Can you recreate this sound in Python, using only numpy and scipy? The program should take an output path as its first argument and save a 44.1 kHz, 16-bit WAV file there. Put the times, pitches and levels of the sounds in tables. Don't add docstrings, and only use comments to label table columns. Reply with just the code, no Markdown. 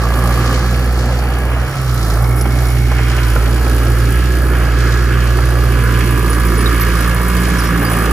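import sys
import numpy as np
from scipy import signal
from scipy.fft import rfft, irfft, next_fast_len
from scipy.io import wavfile

SR = 44100
rng = np.random.default_rng(int(sys.argv[2]) if len(sys.argv) > 2 else 0)


def unload_audio(sound):
    columns = np.transpose(np.atleast_2d(sound))
    steps = np.round(np.clip(columns, -1, 1) * 32767)
    wavfile.write(sys.argv[1], SR, steps.astype(np.int16))


N = 358091
SIZE = next_fast_len(N + 4096)
HZ = np.maximum(np.arange(SIZE // 2 + 1) * SR / SIZE, 1)

# low edge in Hz, high edge in Hz, share of the power that bursts
# at each firing (0-1), burst decay in seconds, spread of burst strength in dB.
NOISE_LAYERS = [(189, 428, 0.26, 0.0067, 1), (513, 910, 0.19, 0.0045, 4.5), (1020, 2340, 0, 0.00095, 4),
                (2110, 3300, 0.21, 0.0055, 7), (4020, 7530, 0.36, 0.0042, 3.5),
                (7670, 13800, 0.58, 0.0037, 2.5)]
# mean level in dB, shares of the swing of clatter, drone and
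# treble that it follows, dB gained at the last bearing.
LAYER_LEVELS = [(-28.5, 0.35, 0.46, .05, 5), (-30, .02, 0.93, .02, -1.5), (-30, 0.54, .02, .05, 4),
                (-33, 0.48, .3, .2, 2), (-33.5, 0.074, 0.092, 0.27, -0.5), (-35, .05, .05, 0.69, 2)]
# time in seconds, clatter in dB, drone in dB, treble in dB.
WORK_SWINGS = [(0, -21.5, -26, -33.5), (.45, -23.5, -29, -34.5), (.8, -27, -26.5, -34),
               (1.2, -27, -27.5, -37.5), (1.55, -26.5, -27, -39.5), (1.8, -28.5, -32.5, -35.5),
               (2.05, -27, -32, -31.5), (2.3, -26, -28, -38.5), (2.96, -24, -33, -34),
               (3.5, -26.5, -29.5, -32), (4.3, -28, -28, -34), (5.1, -24, -29, -35),
               (5.5, -26.5, -29.5, -33.5), (6.26, -23, -31.5, -32.5), (7.05, -22.5, -32, -32),
               (7.55, -26, -28, -32), (7.85, -25.5, -28, -30), (8.12, -27, -25.5, -31)]
# frequency in Hz, relative density in dB per Hz.
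ROAR_COLOUR = [(190, -38.5), (300, -37), (450, -38), (700, -43.5), (950, -43.5), (1200, -34), (1700, -36.5),
               (2000, -43.5), (3000, -47), (3800, -52), (4500, -55.5), (7000, -60.5), (11500, -54),
               (15700, -55)]
# frequency in Hz, relative density in dB per Hz.
THROB_COLOUR = [(25, -60), (45, -31), (90, -31.5), (150, -29), (190, -43)]
THROB_DB = -26
BURST_JITTER_S = .0005
PATCHY_DB, PATCHY_HZ = 1.77, 1.6

# start in seconds, end in seconds, level in dB.
WHINE_SPELLS = [(.5, 1.1, -36), (3.6, 5.9, -38), (7.9, 8.12, -41)]
WHINE_ORDER = 8.5

# start in seconds, length before the fade
# in seconds, pitch in Hz, width of each resonance in Hz, level in dB.
LINK_SQUEAKS = [(2.36, 0.042, 11380, 4000, -29.5), (2.382, 0.02, 5300, 300, -40),
                (2.411, 0.013, 11150, 500, -22), (2.409, 0.0071, 5500, 1200, -31),
                (2.41, .004, 8000, 6000, -28), (2.714, 0.019, 11100, 500, -33),
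                (6.298, .012, 10500, 300, -23), (6.323, 0.039, 10500, 500, -33),
                (6.574, 0.044, 9850, 500, -30.5), (6.658, 0.015, 3800, 300, -21),
                (6.805, 0.027, 12400, 250, -19), (7.485, .016, 11150, 900, -29),
                (7.584, 0.022, 10300, 1200, -29.5), (7.586, 0.015, 5530, 500, -29),
                (7.604, .014, 4800, 300, -32), (7.634, .022, 11900, 1200, -26),
                (7.649, 0.0339, 5500, 400, -33), (7.82, 0.036, 12240, 600, -25),
                (7.849, 0.035, 4782, 250, -31.5), (7.914, 0.021, 10300, 3000, -27.5)]

# start in seconds, strength in dB before THUD_DB.
STONE_THUDS = [(2.125, -25), (2.454, -14), (2.748, -21), (2.914, -10.5), (2.989, -14.5), (3.105, -18),
               (3.176, -16), (3.361, -8.5), (3.665, -16), (5.386, -13.5), (5.765, -25), (7.205, -17),
               (7.476, -19), (7.822, -13.5)]
# pitch in Hz, level in dB, time to die by 60 dB in seconds.
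STEEL_MODES = [(430, -2, .02), (620, -2, .02), (790, -1, .025), (1050, -2, .015), (1400, -2, .015),
               (1800, -5, .012), (2500, -10, .008)]
THUD_DB = -7.5
RATTLE_S = .014

# pitch in Hz, time to die by 60 dB in seconds for each
# of two resonances in a row, timing error of the blow in seconds.
BLOCK_MODES = [(250, .03, .0002), (295, .05, .0001), (375, .025, .0002), (510, .05, .0001),
               (780, .015, .0004), (1000, .04, .00006), (1185, .013, .00002), (1315, .03, .00003),
               (1500, .02, .00004), (1665, .035, .00002), (1790, .03, .00003), (2190, .02, .00006),
               (4520, .008, .0001), (5500, .008, .0001)]
# start in seconds, end in seconds, level in dB before KNOCK_DB.
MODE_SPELLS = [
    [(.1, 1.55, -25.5), (5.8, 8.12, -37)],
    [(1.15, 2.8, -29), (4.1, 5.3, -27.5), (6.5, 7, -29), (7.76, 7.9, -16.5)],
    [(2.1, 3.4, -29.5), (3.9, 6.9, -22), (8, 8.12, -24)],
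    [(.15, 1.2, -23.5), (3.9, 4, -30), (5.5, 8.12, -29.5)],
    [(0, 1.45, -26.5), (2.15, 3, -28), (7.8, 8.12, -27)],
    [(3.2, 3.4, -27), (5.8, 8.12, -27)],
    [(0, .55, -17.5), (1.4, 2.3, -27), (5.2, 6, -22.5), (6.15, 7.4, -19), (7.6, 8.12, -17)],
    [(.5, 1.3, -28), (1.8, 2.4, -24), (3.4, 5, -25), (5.2, 7.7, -29)],
    [(3.1, 3.6, -27.5), (5.1, 5.9, -27), (7.5, 7.7, -30)],
    [(0, .8, -25.5), (1, 1.5, -29.5), (3.7, 6, -23.5), (6.1, 8.12, -21.5)],
    [(6.6, 8.121, -27.5)],
    [(2.3, 2.95, -28), (6.5, 7.9, -28)],
    [(0, 1.3, -34), (3.3, 6.9, -36.5)],
    [(1.7, 3.3, -39.5)],
]
KNOCK_DB, KNOCK_SPREAD_DB = -8.5, 1.2
KNOCK_TRAVEL_S = .007
FADE_DB_PER_S, TURNED_AWAY_DB = 42, -48.5

# time in seconds, firings per second before the hunting,
# levels in dB of exhaust orders 1, 2 and 3 before the flutter.
ENGINE_RUN = [(0, 59.1, -14, -21.5, -32), (.2, 59, -13, -19.5, -26), (.7, 60.4, -13.5, -20.5, -28),
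              (1.15, 60.6, -14, -21, -31), (1.62, 61.6, -15, -21, -37), (1.67, 61, -25, -20, -36),
              (1.73, 69, -37, -20, -48), (1.81, 64, -20, -17.5, -48), (1.87, 63, -16.5, -16.5, -41),
              (2.09, 54, -14, -21.5, -35), (2.23, 59, -12.5, -14, -32), (2.42, 61, -13, -17.5, -33),
              (3.2, 60.3, -12.5, -17.5, -37.5), (3.32, 56.5, -11.5, -19, -34),
              (3.57, 59, -11.5, -22.5, -43), (4.06, 58.2, -11, -17, -33), (4.3, 62, -12, -24.5, -28),
              (4.67, 58.5, -11.5, -18.5, -31), (5.03, 60.5, -12, -17.5, -33),
              (5.7, 59.6, -11.5, -16.5, -35), (6.1, 59.3, -13, -16.5, -29), (6.3, 57.4, -12, -24, -25),
              (6.55, 57.9, -12.5, -20, -25.5), (7, 57, -13, -22.5, -24), (7.44, 60, -14.5, -24.5, -23.5),
              (7.7, 57.7, -15.5, -26, -20.5), (7.88, 57, -18, -18, -19.5), (8.05, 56.5, -15.5, -25, -21),
              (8.12, 58, -11, -28, -25)]
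CYLINDER_STRENGTH = [2, 1.5, -2.5, -1]
HUNT_PER_S, HUNT_HZ = .2, 3
ORDER_FLUTTER = [.5, 1.2, 3]
FLUTTER_HZ = 11.8
TRADE = 1.6
PIPE_LAG = .035

# frequency in Hz, likeness (0-1).
LEFT_RIGHT_LIKENESS = [(60, .995), (300, .94), (600, .8), (1500, .95), (2300, .85), (2800, .65), (3600, .5),
                       (5500, .45), (7500, .6), (8500, .85), (15700, .85)]
# frequency in Hz, radians by which left leads.
FIRST_LEAD = [(0, 0), (1890, 0.1), (2670, 3.1), (3190, 2.2), (4390, 5.0), (6550, 7.6), (7490, 5.5),
              (9730, 0.7), (11600, -2.8), (12300, -3.4), (12900, -6.0), (13700, -6.3), (14600, -9.2),
              (15300, -9.5)]
# frequency in Hz, radians by which left leads.
LAST_LEAD = [(0, 0), (950, -1.3), (2500, 0.8), (3190, 0.3), (4480, 4.6), (7490, 6.4), (9730, 0.3),
             (10500, -0.1), (11300, -2.6), (12300, -3.6), (13100, -6.2), (13800, -6.3), (14600, -9.3),
             (15300, -9.5)]
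# frequency in Hz, left minus right in dB.
PORT_DIFFERENCE = [(60, -1), (290, -1.5), (640, 2), (1400, -3), (3100, 0.9), (5500, -2), (9000, 2),
                   (15000, 0)]
# time in seconds, share of the last bearing (0-1).
BEARING_SHIFT = [(0, 0.08), (1.6, 0), (3, 0.42), (4.5, 0.83), (8.12, 0.98)]
# time in seconds, left minus right in dB.
BEARING_BALANCE = [(0, -1.5), (1.2, -1), (2.7, -2), (4, -1.5), (6.2, -2.5), (7.4, -1.7), (8.12, -1.5)]
CUTOFF_HZ = 15700


def from_db(db):
    return 10 ** (np.asarray(db) / 20)


def rms_one(x):
    return x / np.sqrt(np.mean(x ** 2) + 1e-20)


def in_time(rows):
    s, *columns = np.transpose(rows)
    t = np.arange(N) / SR
    return [np.interp(t, s, column) for column in columns]


def at_hz(points):
    hz, value = np.transpose(points)
    return np.interp(np.log(HZ), np.log(np.maximum(hz, 1)), value)


def shaped(x, response):
    return irfft(rfft(x, SIZE) * response, SIZE)[..., :N]


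def ring(clicks, hz, t60):
    r = from_db(-60 / (t60 * SR))
    w = 2 * np.pi * hz / SR
    return signal.lfilter([0, np.sin(w)], [1, -2 * r * np.cos(w), r * r], clicks + 1e-18)


def drift(hz):
    step = 40
    r = np.exp(-2 * np.pi * hz * step / SR)
    noise = rng.standard_normal(N // step + 2002)
    slow = signal.lfilter([1], [1, -2 * r, r * r], noise)[2000:]
    return np.interp(np.arange(N) / step, np.arange(len(slow)), rms_one(slow))


def carry_db(spells):
    t = np.arange(N) / SR
    levels = []
    for start, end, db in spells:
        seconds_away = np.maximum(np.maximum(start - t, t - end), 0)
        levels.append(db - FADE_DB_PER_S * seconds_away)
    return np.maximum(np.max(levels, axis=0), TURNED_AWAY_DB)


def firings(turns, spread_db, jitter_s):
    at = np.flatnonzero(np.diff(np.floor(turns)) > 0)
    timing, strength = np.clip(rng.standard_normal((2, len(at))), -1.8, 1.8)
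    first_cylinder = rng.integers(len(CYLINDER_STRENGTH))
    cylinders_db = np.resize(np.roll(CYLINDER_STRENGTH, first_cylinder), len(at))
    when = np.clip(at + np.round(timing * jitter_s * SR).astype(int), 0, N - 1)
    clicks = np.zeros(N)
    clicks[when] = from_db(cylinders_db + spread_db * strength)
    return clicks


def throb():
    low_pass = np.sqrt(1 + (HZ / THROB_COLOUR[-1][0]) ** 12)
    noise = shaped(rng.standard_normal((2, N)), from_db(at_hz(THROB_COLOUR)) / low_pass)
    return from_db(THROB_DB) * rms_one(noise)


def roar(turns):
    out, colour = 0, from_db(at_hz(ROAR_COLOUR))
    swings_db = np.array([db - db.mean() for db in in_time(WORK_SWINGS)])
    last_bearing = in_time(BEARING_SHIFT)[0]
    for layer, (mean_db, *follows, turn_db) in zip(NOISE_LAYERS, LAYER_LEVELS):
        low_hz, high_hz, share, decay_s, spread_db = layer
        level_db = mean_db + follows @ swings_db + turn_db * last_bearing
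        level_db = level_db + PATCHY_DB * drift(PATCHY_HZ)
        fade = np.exp(-1 / (decay_s * SR))
        clicks = firings(turns, spread_db, BURST_JITTER_S)
        bursts = signal.lfilter([1], [1, -2 * fade, fade * fade], clicks + 1e-18)
        gate = np.sqrt(1 - share + share * rms_one(bursts) ** 2)
        band = colour / np.sqrt((1 + (low_hz / HZ) ** 12) * (1 + (HZ / high_hz) ** 12))
        noise = shaped(gate * rng.standard_normal((2, N)), band)
        out = out + from_db(level_db) * rms_one(noise)
    return out


def whine(turns):
    return np.sqrt(2) * from_db(carry_db(WHINE_SPELLS)) * np.sin(2 * np.pi * WHINE_ORDER * turns)


def squeaks():
    out = np.zeros(N)
    for s, length_s, hz, width_hz, db in LINK_SQUEAKS:
        t60 = np.log(1000) / (np.pi * width_hz)
        noise = rng.standard_normal(4000)
        tone = rms_one(ring(ring(noise, hz, t60), hz, t60)[1000:])
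        t = np.arange(len(tone)) / SR
        rise, fall = t / 0.00079, 1 + (length_s - t) / 0.0068
        shape = np.clip(np.minimum(rise, fall), 0, 1)
        out[round(s * SR):][:len(t)] += from_db(db) * shape * tone
    return out


def thuds():
    out = np.zeros(N)
    contacts = rng.random((len(STONE_THUDS), 5)) * np.arange(5) / 4
    for hz, mode_db, t60 in STEEL_MODES:
        clicks = np.zeros(N)
        strength = rng.normal(0, 3, contacts.shape)
        for (s, db), share, own_db in zip(STONE_THUDS, contacts, strength):
            when = np.round((s + share * RATTLE_S) * SR).astype(int)
            click_db = db + THUD_DB + mode_db + own_db - share
            clicks[when] = from_db(click_db) * np.sign(own_db)
        out += ring(clicks, hz, t60)
    return out


def knock(turns):
    out = 0
    for (hz, t60, jitter_s), spells in zip(BLOCK_MODES, MODE_SPELLS):
        travel = round(rng.random() * KNOCK_TRAVEL_S * SR)
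        blows = np.roll(firings(turns, KNOCK_SPREAD_DB, jitter_s), travel)
        ringing = ring(ring(blows, hz, t60), hz, t60)
        out = out + from_db(carry_db(spells) + KNOCK_DB) * rms_one(ringing)
    return out


def exhaust(turns, orders_db, uneven=0.044):
    sway = 1 + uneven * np.cos(np.pi / 2 * turns)
    orders = []
    for order, db in enumerate(orders_db, start=1):
        lag = PIPE_LAG if order > 1 else 0
        orders.append(-np.sqrt(2) * from_db(db) * np.cos(2 * np.pi * order * (turns - lag)))
    first, second, third = orders
    return first + sway * (second + third)


def engine_run():
    rate, *orders_db = in_time(ENGINE_RUN)
    turns = np.cumsum(rate + HUNT_PER_S * drift(HUNT_HZ)) / SR
    first, second, third = [swing_db * drift(FLUTTER_HZ) for swing_db in ORDER_FLUTTER]
    return turns, np.array(orders_db) + [first, second - TRADE * first, third]


def ports(left, right, lead):
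    phase = np.interp(HZ, *np.transpose(lead))
    port = from_db(at_hz(PORT_DIFFERENCE) / 2) * np.exp(.5j * phase)
    return np.array([shaped(left, port), shaped(right, 1 / port)])


def scene():
    turns, orders_db = engine_run()
    shared, scattered = roar(turns) + throb()
    alike = at_hz(LEFT_RIGHT_LIKENESS)
    direct = whine(turns) + squeaks() + thuds() + knock(turns) + exhaust(turns, orders_db)
    mid = direct + shaped(shared, np.sqrt((1 + alike) / 2))
    side = shaped(scattered, np.sqrt((1 - alike) / 2))
    left, right = mid + side, mid - side
    shift = in_time(BEARING_SHIFT)[0]
    pair = (1 - shift) * ports(left, right, FIRST_LEAD) + shift * ports(left, right, LAST_LEAD)
    balance = from_db(in_time(BEARING_BALANCE)[0] / 2)
    return pair * [balance, 1 / balance]


def record(dry):
    rounded = 1.5 * np.tanh(dry / 1.5)
    low_pass = signal.ellip(14, .3, 80, CUTOFF_HZ, fs=SR, output="sos")
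    return signal.sosfilt(low_pass, rounded)


dry = scene()
out = record(dry)
unload_audio(out)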